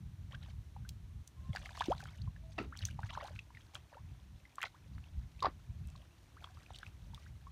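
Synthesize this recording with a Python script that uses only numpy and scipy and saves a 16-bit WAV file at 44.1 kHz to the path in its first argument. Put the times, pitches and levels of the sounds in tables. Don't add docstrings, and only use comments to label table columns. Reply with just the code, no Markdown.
import sys
import numpy as np
from scipy import signal
from scipy.fft import rfft, irfft, next_fast_len
from scipy.io import wavfile
from scipy.ndimage import uniform_filter1d

SR = 44100
rng = np.random.default_rng(int(sys.argv[2]) if len(sys.argv) > 2 else 0)


def transcribe(u):
    v = np.clip(np.atleast_2d(u).T, -1, 1)
    q = np.round(v * 32767).astype(np.int16)
    wavfile.write(sys.argv[1], SR, q)


N = 331191
TIME = np.arange(N) / SR


def undb(db):
    return 10 ** (np.asarray(db) / 20)


def unit(x):
    return x / np.sqrt(np.mean(x ** 2) + 1e-24)


def curves(table):
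    times, *columns = np.transpose(table)
    return [np.interp(TIME, times, column) for column in columns]


def colour(x, points):
    hz, db = np.transpose(points)
    size = 2 * next_fast_len(N // 2 + 8192)
    bins_hz = np.maximum(np.arange(size // 2 + 1) * SR / size, 1)
    gain = undb(np.interp(np.log(bins_hz), np.log(hz), db))
    cepstrum = irfft(np.log(gain))
    cepstrum[1:size // 2] *= 2
    cepstrum[size // 2 + 1:] = 0
    return irfft(rfft(x, size) * np.exp(rfft(cepstrum)))[:N]


def band(x, hz, width_hz, order=1):
    low = np.sqrt(hz ** 2 + width_hz ** 2 / 4) - width_hz / 2
    high = min(low + width_hz, SR / 2 - 500)
    return signal.sosfilt(signal.butter(order, [low, high], "band", fs=SR, output="sos"), x)


def noise_band(size, hz, width_hz, order):
    return unit(band(rng.standard_normal(size), hz, width_hz, order))


def drift(rate_hz, size=N):
    steps = np.arange(size) * rate_hz / SR
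    count = int(steps[-1]) + 2
    return np.interp(steps, np.arange(count), rng.standard_normal(count))


def add(out, start_s, x):
    i = max(int(start_s * SR), 0)
    out[i:i + len(x)] += x[:max(N - i, 0)]


def bubble(hz, ring_s, rise=0, waver=0., opening_cycles=0.91):
    t = np.arange(int(7 * ring_s * SR) + 16) / SR
    attack = (1 - np.exp(-t * hz / opening_cycles)) * (1 - np.exp(-2 * t * hz))
    envelope = attack * np.exp(-t / ring_s)
    pitch = hz * (1 + rise * t)
    if waver:
        pitch *= 1 + waver * np.resize(drift(900, size=8192), len(t))
    phase = 2 * np.pi * np.cumsum(np.minimum(pitch, SR / 2)) / SR
    return envelope / envelope.max() * np.sin(phase)


def country_hiss(level_db=-71):
    # (frequency [Hz], gain [dB])
    air_eq = [(180, -5), (300, 3), (477, -7.5), (643, -7.5), (911, -6), (1290, -9), (1580, -9.5),
              (4060, -12.5), (4870, -18), (5840, -14), (7740, -20.5), (9450, -19), (10400, -23),
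              (15000, -23.5), (15800, -59)]
    hiss = unit(colour(rng.standard_normal(N), air_eq))
    return hiss * undb(level_db + .5 * drift(2.7))


def far_calls(waver=.006, flutter_db=3, overtone_db=-22):
    # (start [s], length [s], pitch [Hz], level [dB])
    calls = [(1.351, 0.077, 1058, -69.5), (1.411, 0.14, 1058, -63), (2.416, 0.12, 650, -65.5),
             (5.802, 0.17, 2630, -75), (6.106, 0.043, 2690, -73.5), (7.198, 0.1, 1930, -75)]
    out, t = np.zeros(N), TIME[:8192]
    for start_s, length_s, hz, db in calls:
        phase = 2 * np.pi * np.cumsum(hz * (1 + waver * drift(80, len(t)))) / SR
        tone = np.sin(phase) + undb(overtone_db) * np.sin(2 * phase)
        swell = np.sin(np.pi * np.minimum(t / length_s, 1))
        flutter = undb(flutter_db * drift(73, len(t)))
        add(out, start_s, undb(db) * swell * flutter * tone)
    return out


def wind(trim_db=-1, eddy_db=3.5):
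    # (frequency [Hz], gain [dB])
    rumble_eq = [(20, -31.5), (35, -8.5), (52, 2), (85, 2), (140, -5.5), (200, -14), (300, -32),
                 (500, -55.5), (1000, -79.5)]
    # (time [s], relative level [dB])
    breeze = [(0, -47), (1.08, -51.5), (1.29, -59.5), (1.42, -48.5), (2.1, -54), (2.6, -48.5), (3.15, -52),
              (3.74, -55), (3.89, -64), (4.03, -55.5), (4.33, -52), (4.47, -64.5), (4.72, -62.5),
              (4.95, -52.5), (5.95, -53.5), (6.2, -63), (6.4, -55), (7.51, -54.5)]
    # (peak time [s], length [s], relative level [dB])
    gusts = [(0.854, 0.24, -48), (1.168, .14, -44), (1.501, 0.058, -37.5), (1.92, .14, -44),
             (2.252, 0.17, -40), (2.839, 0.063, -40.5), (2.964, 0.085, -43.5), (3.36, 0.037, -44),
             (4.044, 0.1, -47), (4.974, 0.18, -46.5), (5.166, 0.14, -46), (5.454, 0.063, -44),
             (5.7, 0.05, -41.5), (5.856, 0.19, -45), (7.304, 0.22, -50.5)]
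    rumble = colour(rng.standard_normal(N), rumble_eq)
    steady_rumble = rumble / np.sqrt(uniform_filter1d(rumble ** 2, size=4000))
    power = undb(curves(breeze)[0] + eddy_db * drift(25)) ** 2
    for peak_s, length_s, db in gusts:
        swell = np.cos(np.pi * np.clip((TIME - peak_s) / length_s, -.5, .5))
        power += (undb(db) * swell) ** 2
    return steady_rumble * np.sqrt(power) * undb(trim_db)


def thuds():
    # (time [s], pitch [Hz], level [dB], ring time [s])
    buffets = [(1.492, 145, -35, 0.0069), (2.203, 124, -45, .014), (2.271, 136, -36.5, 0.0077),
               (2.826, 85, -35.5, 0.0089), (3.035, 101, -32.5, 0.007), (5.167, 56.6, -29, 0.01)]
    out = np.zeros(N)
    for start_s, hz, db, ring_s in buffets:
        add(out, start_s, undb(db) * bubble(hz, ring_s))
    return out


def clod(contact_s=0.0075, attack_s=0.0012, lumpy_db=3):
    # (time [s], level [dB])
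    landings = [(2.580, -38.5), (2.614, -53), (2.634, -57)]
    # (centre [Hz], width [Hz], gain [dB], decay [s])
    flop_bands = [(281, 133, -3.5, 0.045), (710, 370, -2.5, 0.011), (1305, 190, -7, 0.019),
                  (2070, 820, -6.5, 0.013), (2710, 170, -8, 0.0088), (4100, 1400, -12, 0.012)]
    out, t = np.zeros(N), TIME[:12000]
    for start_s, db in landings:
        lumps = undb(lumpy_db * drift(311, len(t)))
        for hz, width_hz, band_db, decay_s in flop_bands:
            envelope = (1 - np.exp(-t / attack_s)) * np.exp(-np.maximum(t - contact_s, 0) / decay_s)
            flop = noise_band(len(t), hz, width_hz, order=2)
            add(out, start_s, undb(db + band_db) * envelope * lumps * flop)
    return out


def gulp(overtone_db=-30):
    # (time [s], pitch [Hz], level [dB])
    sweep = [(1.8825, 335, -77), (1.8845, 303, -27), (1.889, 320, -27), (1.896, 400, -41),
             (1.905, 520, -31.5), (1.909, 557, -31), (1.921, 830, -27.5), (1.928, 1054, -32),
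             (1.931, 1250, -38), (1.938, 1530, -52), (1.942, 1600, -79)]
    hz, db = curves(sweep)
    start_s, end_s = sweep[0][0], sweep[-1][0]
    phase = 2 * np.pi * np.cumsum(hz * (TIME > start_s)) / SR
    tone = np.sin(phase) + undb(overtone_db) * np.sin(2 * phase)
    return undb(db) * tone * (TIME < end_s)


def swarm(low_hz, high_hz, cycles, spread_db, count, glide=0):
    out = np.zeros(N)
    for when, place, size, length in rng.random((count, 4)):
        hz = low_hz * (high_hz / low_hz) ** place
        ring_s = cycles * (.5 + length) / hz
        strength = -np.log(.03 + .97 * size)
        add(out, when * N / SR, undb(spread_db * strength) * bubble(hz, ring_s, glide / ring_s))
    return unit(out)


def squeeze_envelopes(attack_s=0.0076, release_s=0.021, ooze_slosh_db=-76, ooze_crackle_db=-74.5):
    # (start [s], length [s], relative slosh [dB], relative crackle [dB])
    squeezes = [(0.303, 0.045, -62, -69), (0.411, 0.098, -68.5, -73), (1.525, 0.26, -62, -59),
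                (1.737, 0.18, -55.5, -55), (1.939, 0.14, -63.5, -60.5), (2.1, 0.097, -69.5, -64.5),
                (2.577, .06, -69, -61), (2.759, .15, -67.5, -57.5), (2.98, 0.097, -61, -63),
                (3.097, 0.072, -51.5, -60.5), (3.18, 0.1, -55.5, -60.5), (3.269, .11, -62.5, -64),
                (3.503, 0.15, -75.5, -69.5), (3.732, 0.036, -60.5, -62), (3.913, 0.083, -64.5, -72),
                (4.579, 0.093, -60, -63), (6.408, 0.095, -63, -68), (6.541, 0.093, -69, -66),
                (6.688, 0.2, -71, -66), (7.12, 0.17, -79, -67.5)]
    disturbed = TIME > 1.4
    slosh, crackle = undb(ooze_slosh_db) * disturbed, undb(ooze_crackle_db) * disturbed
    for start_s, length_s, slosh_db, crackle_db in squeezes:
        attack = np.clip((TIME - start_s) / attack_s, 0, 1)
        press = attack * np.exp(-np.maximum(TIME - start_s - length_s, 0) / release_s)
        slosh = np.maximum(slosh, undb(slosh_db) * press)
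        crackle = np.maximum(crackle, undb(crackle_db) * press)
    return slosh, crackle


def kneading(trim_db=-2, spray_db=-8, squish_db=-2, patchy_db=2.5):
    # (frequency [Hz], gain [dB])
    crackle_eq = [(900, -8), (1700, -5.5), (3500, -1), (6000, -3), (8500, -7.5), (11000, -2), (15500, -24)]
    fits = undb(patchy_db * drift(45))
    slosh_gain, crackle_gain = squeeze_envelopes()
    slosh = swarm(low_hz=499, high_hz=1642, cycles=3.34, spread_db=4, count=1600, glide=0.108)
    fizz = swarm(low_hz=1480, high_hz=7100, cycles=4.8, spread_db=4, count=3000)
    spray = swarm(low_hz=6030, high_hz=15800, cycles=2.3, spread_db=5.5, count=2000)
    hiss = band(rng.standard_normal(N), hz=3000, width_hz=8400)
    squish = unit(hiss * undb(6.5 * drift(220)))
    crackle = unit(colour(fizz + undb(spray_db) * spray + undb(squish_db) * squish, crackle_eq))
    return undb(trim_db) * fits * (slosh_gain * slosh + crackle_gain * crackle)


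def snaps(sizzle_s=0.002, tick_s=.0007, spray_s=.007, spray_db=-22):
    # (time [s], level before EQ [dB], nominal centre [Hz])
    films = [(0.8911, -27.5, 4670), (1.276, -33.5, 6640), (1.5517, -36.5, 4790), (1.593, -42, 5780),
             (1.793, -33, 4850), (1.8582, -36, 4240), (2.039, -34.5, 4030), (2.7734, -30, 4570),
             (2.8524, -21.5, 5600), (3.7474, -33, 6800), (4.556, -39, 6800), (4.6156, -35, 6940),
             (4.629, -24, 3970), (5.4272, -32, 4460), (5.8727, -41.5, 7050), (5.901, -44, 5700),
             (6.6318, -47, 4210), (6.787, -38, 4120), (7.146, -35, 4100)]
    # (frequency [Hz], gain [dB])
    film_eq = [(1500, -30), (3200, -3.5), (4200, -10), (6100, -5), (8500, -4.5), (12000, -2), (16000, -17)]
    out, t = np.zeros(N), TIME[:2048] - .01
    sizzle_and_spray = np.exp(-np.abs(t) / np.where(t < 0, sizzle_s, spray_s))
    envelope = np.exp(-np.abs(t) / tick_s) + undb(spray_db) * sizzle_and_spray
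    for break_s, db, hz in films:
        tick = band(rng.standard_normal(len(t)) * envelope, 1.03 * hz, width_hz=2900)
        add(out, break_s + t[0] + tick_s, undb(db) * tick / np.abs(tick).max())
    return colour(out, film_eq)


def smacks(spread_db=3, spread_octaves=0.495, cycles=5.4, count=26):
    # (middle [s], level [dB], length [s], centre pitch [Hz])
    clusters = [(0.338, -63, 0.022, 2450), (0.437, -66, .03, 2840), (0.496, -66.5, .018, 3560),
                (1.553, -65, 0.0031, 4230), (1.658, -59, .008, 3700), (1.815, -52.5, .010, 4500),
                (1.859, -52, 0.0045, 3930), (2.525, -65, 0.011, 5000), (2.823, -53, 0.0066, 3300),
                (2.871, -60, 0.021, 6140), (3.1, -52, 0.0086, 3070), (3.139, -58.5, 0.022, 4130),
                (3.209, -53.5, 0.012, 2620), (3.758, -63, .006, 3060), (4.63, -40, 0.0046, 2190),
                (4.638, -43, 0.0039, 2190), (4.643, -58.5, .012, 650), (4.654, -47.5, 0.005, 3500),
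                (4.664, -60, 0.0039, 3200), (6.751, -61.5, 0.02, 4600), (7.158, -70, 0.0044, 3700)]
    out = np.zeros(N)
    for middle_s, db, length_s, hz in clusters:
        share = undb(db) * np.sqrt(4 * length_s * hz / cycles / count)
        for when, place, size in rng.standard_normal((count, 3)):
            pitch = min(hz * 2 ** (spread_octaves * place), 13000)
            gain = share * undb(spread_db * min(size, 1.5))
            add(out, middle_s + length_s * when / 2, gain * bubble(pitch, cycles / pitch))
    return out


def blurts(waver=0.12, rasp_db=-9, flap_db=-18, belly_hz=480, belly_db=-17):
    # (start [s], pitch [Hz], level [dB], length [s], offset to the wet rasp [dB])
    puffs = [(5.4226, 1043, -27, 0.011, -5.5), (5.434, 1050, -30, 0.01, -11),
             (5.4448, 870, -21, 0.0054, -19), (5.4519, 1050, -22.5, 0.012, -10),
             (5.4643, 730, -24, 0.006, -21), (5.4656, 1115, -30, 0.0066, -23),
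             (5.4726, 765, -38, 0.0047, -7), (5.4747, 305, -39.5, 0.019, -15)]
    out, t = np.zeros(N), TIME[:2048]
    for start_s, hz, db, length_s, wet_db in puffs:
        lip_gap = np.sin(np.pi * np.minimum(t / length_s, 1)) ** 2
        pitch = hz * (1 + waver * drift(830, len(t)))
        hollow = np.sin(2 * np.pi * np.cumsum(pitch) / SR)
        rasp = undb(wet_db + rasp_db) * noise_band(len(t), hz=4100, width_hz=1460, order=3)
        flap = undb(flap_db) * noise_band(len(t), hz=800, width_hz=1630, order=3)
        settle = 2 * t / length_s * np.exp(1 - 2 * t / length_s)
        add(out, start_s, undb(db) * (lip_gap * (hollow + rasp) + settle * flap))
        belly = bubble(belly_hz * (1 + 0.061 * rng.standard_normal()), ring_s=0.0012)
        add(out, start_s, undb(db + belly_db) * belly)
    return out


def pops(tear_db=-17, tear_s=0.0018):
    # (time [s], pitch [Hz], level [dB], ring time [s], relative pitch rise [1/s])
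    pockets = [(0.3225, 3100, -46, .0013, -2), (0.33, 920, -51, 0.0066, 46),
               (0.3455, 1530, -43.5, 0.0049, 9), (0.3485, 3200, -44, 0.001, 2),
               (0.428, 3900, -52.5, .002, 0), (0.7633, 860, -45, 0.004, -5.5), (0.85, 1466, -52, 0.0074, 8),
               (0.8927, 4300, -41.5, 0.00068, -2), (1.55, 803, -36, 0.0021, -4),
               (1.5603, 1700, -31.6, .0013, 2), (1.561, 4740, -34.5, 0.0015, 5),
               (1.5696, 1580, -32.5, 0.00086, 32), (1.6583, 1850, -37, 0.0011, 67),
               (1.6918, 1610, -39.5, .0008, 0), (1.7534, 1720, -43, 0.00086, 64),
               (1.7749, 1050, -37.5, 0.0014, 0), (1.799, 3120, -38, .0018, 53),
               (1.8072, 3300, -28, 0.00049, 0), (1.8075, 785, -25.5, 0.0053, 55.5),
               (1.8202, 1670, -32.5, 0.002, 4), (1.8407, 3600, -36, 0.00056, 0),
               (1.9193, 3220, -39, 0.0013, -2), (1.9807, 3940, -43.5, 0.0011, 0),
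               (2.004, 1640, -44, 0.0043, -18), (2.028, 795, -47, 0.0047, -2),
               (2.0558, 1390, -40, 0.00079, 32), (2.2175, 4080, -46.5, 0.0023, 63),
               (2.275, 1035, -50, .005, 1), (2.362, 1750, -51, 0.0031, -3),
               (2.724, 1130, -44.5, 0.0099, 39.5), (2.7534, 1470, -45, .0007, 0),
               (2.79, 4420, -37, 0.0012, 6), (2.826, 2893, -42, 0.0013, -2),
               (2.8362, 2030, -39, 0.00025, 0), (2.8527, 6060, -24, 0.00059, 4),
               (2.8862, 1590, -45, .0027, 4), (2.9905, 903, -35, 0.0026, -12),
               (3.0314, 1340, -39.5, .0035, 47), (3.105, 2730, -39.5, .001, 66),
               (3.1303, 865, -47, 0.0081, 17), (3.1737, 833, -32.5, 0.0044, 51),
               (3.2096, 970, -36, 0.0015, 55), (3.225, 630, -43.5, 0.0072, -8),
               (3.245, 735, -40.5, 0.0073, 14.5), (3.282, 1160, -41, 0.00076, 0),
               (3.3055, 600, -49.5, .004, 0), (3.3608, 2370, -44.5, .001, 56),
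               (3.3906, 2600, -35, 0.0022, -1), (3.504, 985, -52, 0.0033, 0),
               (3.5487, 2180, -49, 0.0023, -9), (3.571, 2000, -44.5, 0.0031, -15),
               (3.7537, 1360, -39, 0.00073, 6), (3.753, 3190, -34, .0012, 0),
               (3.9275, 580, -53.5, .0055, 1), (3.969, 840, -48.5, 0.011, 12.5),
               (4.4526, 2060, -50.5, 0.0041, 0), (4.5825, 1165, -33, .0024, -15),
               (4.605, 1790, -42, 0.0014, 12), (4.6162, 1940, -35, 0.0013, 64),
               (4.6207, 2650, -32, 0.00066, 2), (4.6293, 1550, -31.5, 0.0012, 6),
               (4.6362, 2030, -31, 0.0013, 4), (4.6409, 920, -34, 0.0009, 0), (4.6561, 2050, -36, .0022, 4),
               (4.7428, 873, -56.5, 0.014, 35.5), (4.981, 1480, -46, 0.00037, 0),
               (5.04, 2670, -52, .0015, 0), (5.3933, 2432, -50, .002, 36),
               (5.4043, 3700, -40.5, 0.00064, 3), (5.9535, 1085, -51.5, 0.0029, 0),
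               (5.9611, 4000, -48.5, 0.00067, 3), (6.3672, 1025, -52, 0.0096, 47),
               (6.442, 3280, -40, 0.0024, -1), (6.4434, 1160, -39.5, 0.0011, -3),
               (6.4722, 1030, -49, 0.0024, 0), (6.5713, 1090, -50.5, .002, 28),
               (6.6625, 2470, -50, .0016, 0), (6.7054, 800, -40.5, 0.00085, 5),
               (6.746, 3120, -46.5, .003, -5), (6.7607, 3940, -40, 0.00065, 0),
               (6.787, 3800, -42.5, .0007, 0), (6.8305, 1405, -38, 0.0021, 37),
               (6.8652, 2550, -42, 0.0014, 2), (7.1342, 930, -51, .007, -1.5),
               (7.1464, 3460, -47, .0023, 12), (7.1766, 1140, -51, 0.0036, 6),
               (7.2623, 1375, -53.5, .005, 50), (7.468, 1054, -47.5, 0.0074, 5)]
    out, t = np.zeros(N), TIME[:2048]
    spit = t / tear_s * np.exp(1 - t / tear_s)
    for start_s, hz, db, ring_s, rise in pockets:
        tear = noise_band(len(t), 1.08 * hz, width_hz=1.3 * hz, order=2)
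        add(out, start_s, undb(db) * bubble(hz, ring_s, rise, waver=0.021))
        add(out, start_s, undb(db + tear_db) * spit * tear)
    return out


def near_reflections(x, wet_db=-17, predelay_s=.003, decay_s=0.018):
    t = TIME[:6000]
    tail = rng.standard_normal(len(t)) * np.exp(-t / decay_s) * (t > predelay_s)
    return x + undb(wet_db) * signal.fftconvolve(x, tail / np.linalg.norm(tail))[:N]


def scene():
    # (frequency [Hz], gain [dB])
    port_eq = [(3800, -0.5), (5100, -3), (6100, -2), (7500, -4), (9000, -2.5), (10500, -12), (12500, -4),
               (16000, 4)]
    mud = pops() + blurts() + smacks() + snaps() + kneading() + gulp() + clod()
    foreground = colour(near_reflections(mud + thuds()), port_eq)
    return (foreground + wind() + country_hiss() + far_calls())[None]


def record(dry, low_hz=36, top_hz=16000):
    low_cut = signal.butter(3, low_hz, "high", fs=SR, output="sos")
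    high_cut = signal.ellip(10, .2, 70, top_hz, fs=SR, output="sos")
    return signal.sosfilt(high_cut, signal.sosfilt(low_cut, dry))


dry = scene()
out = record(dry)
transcribe(out)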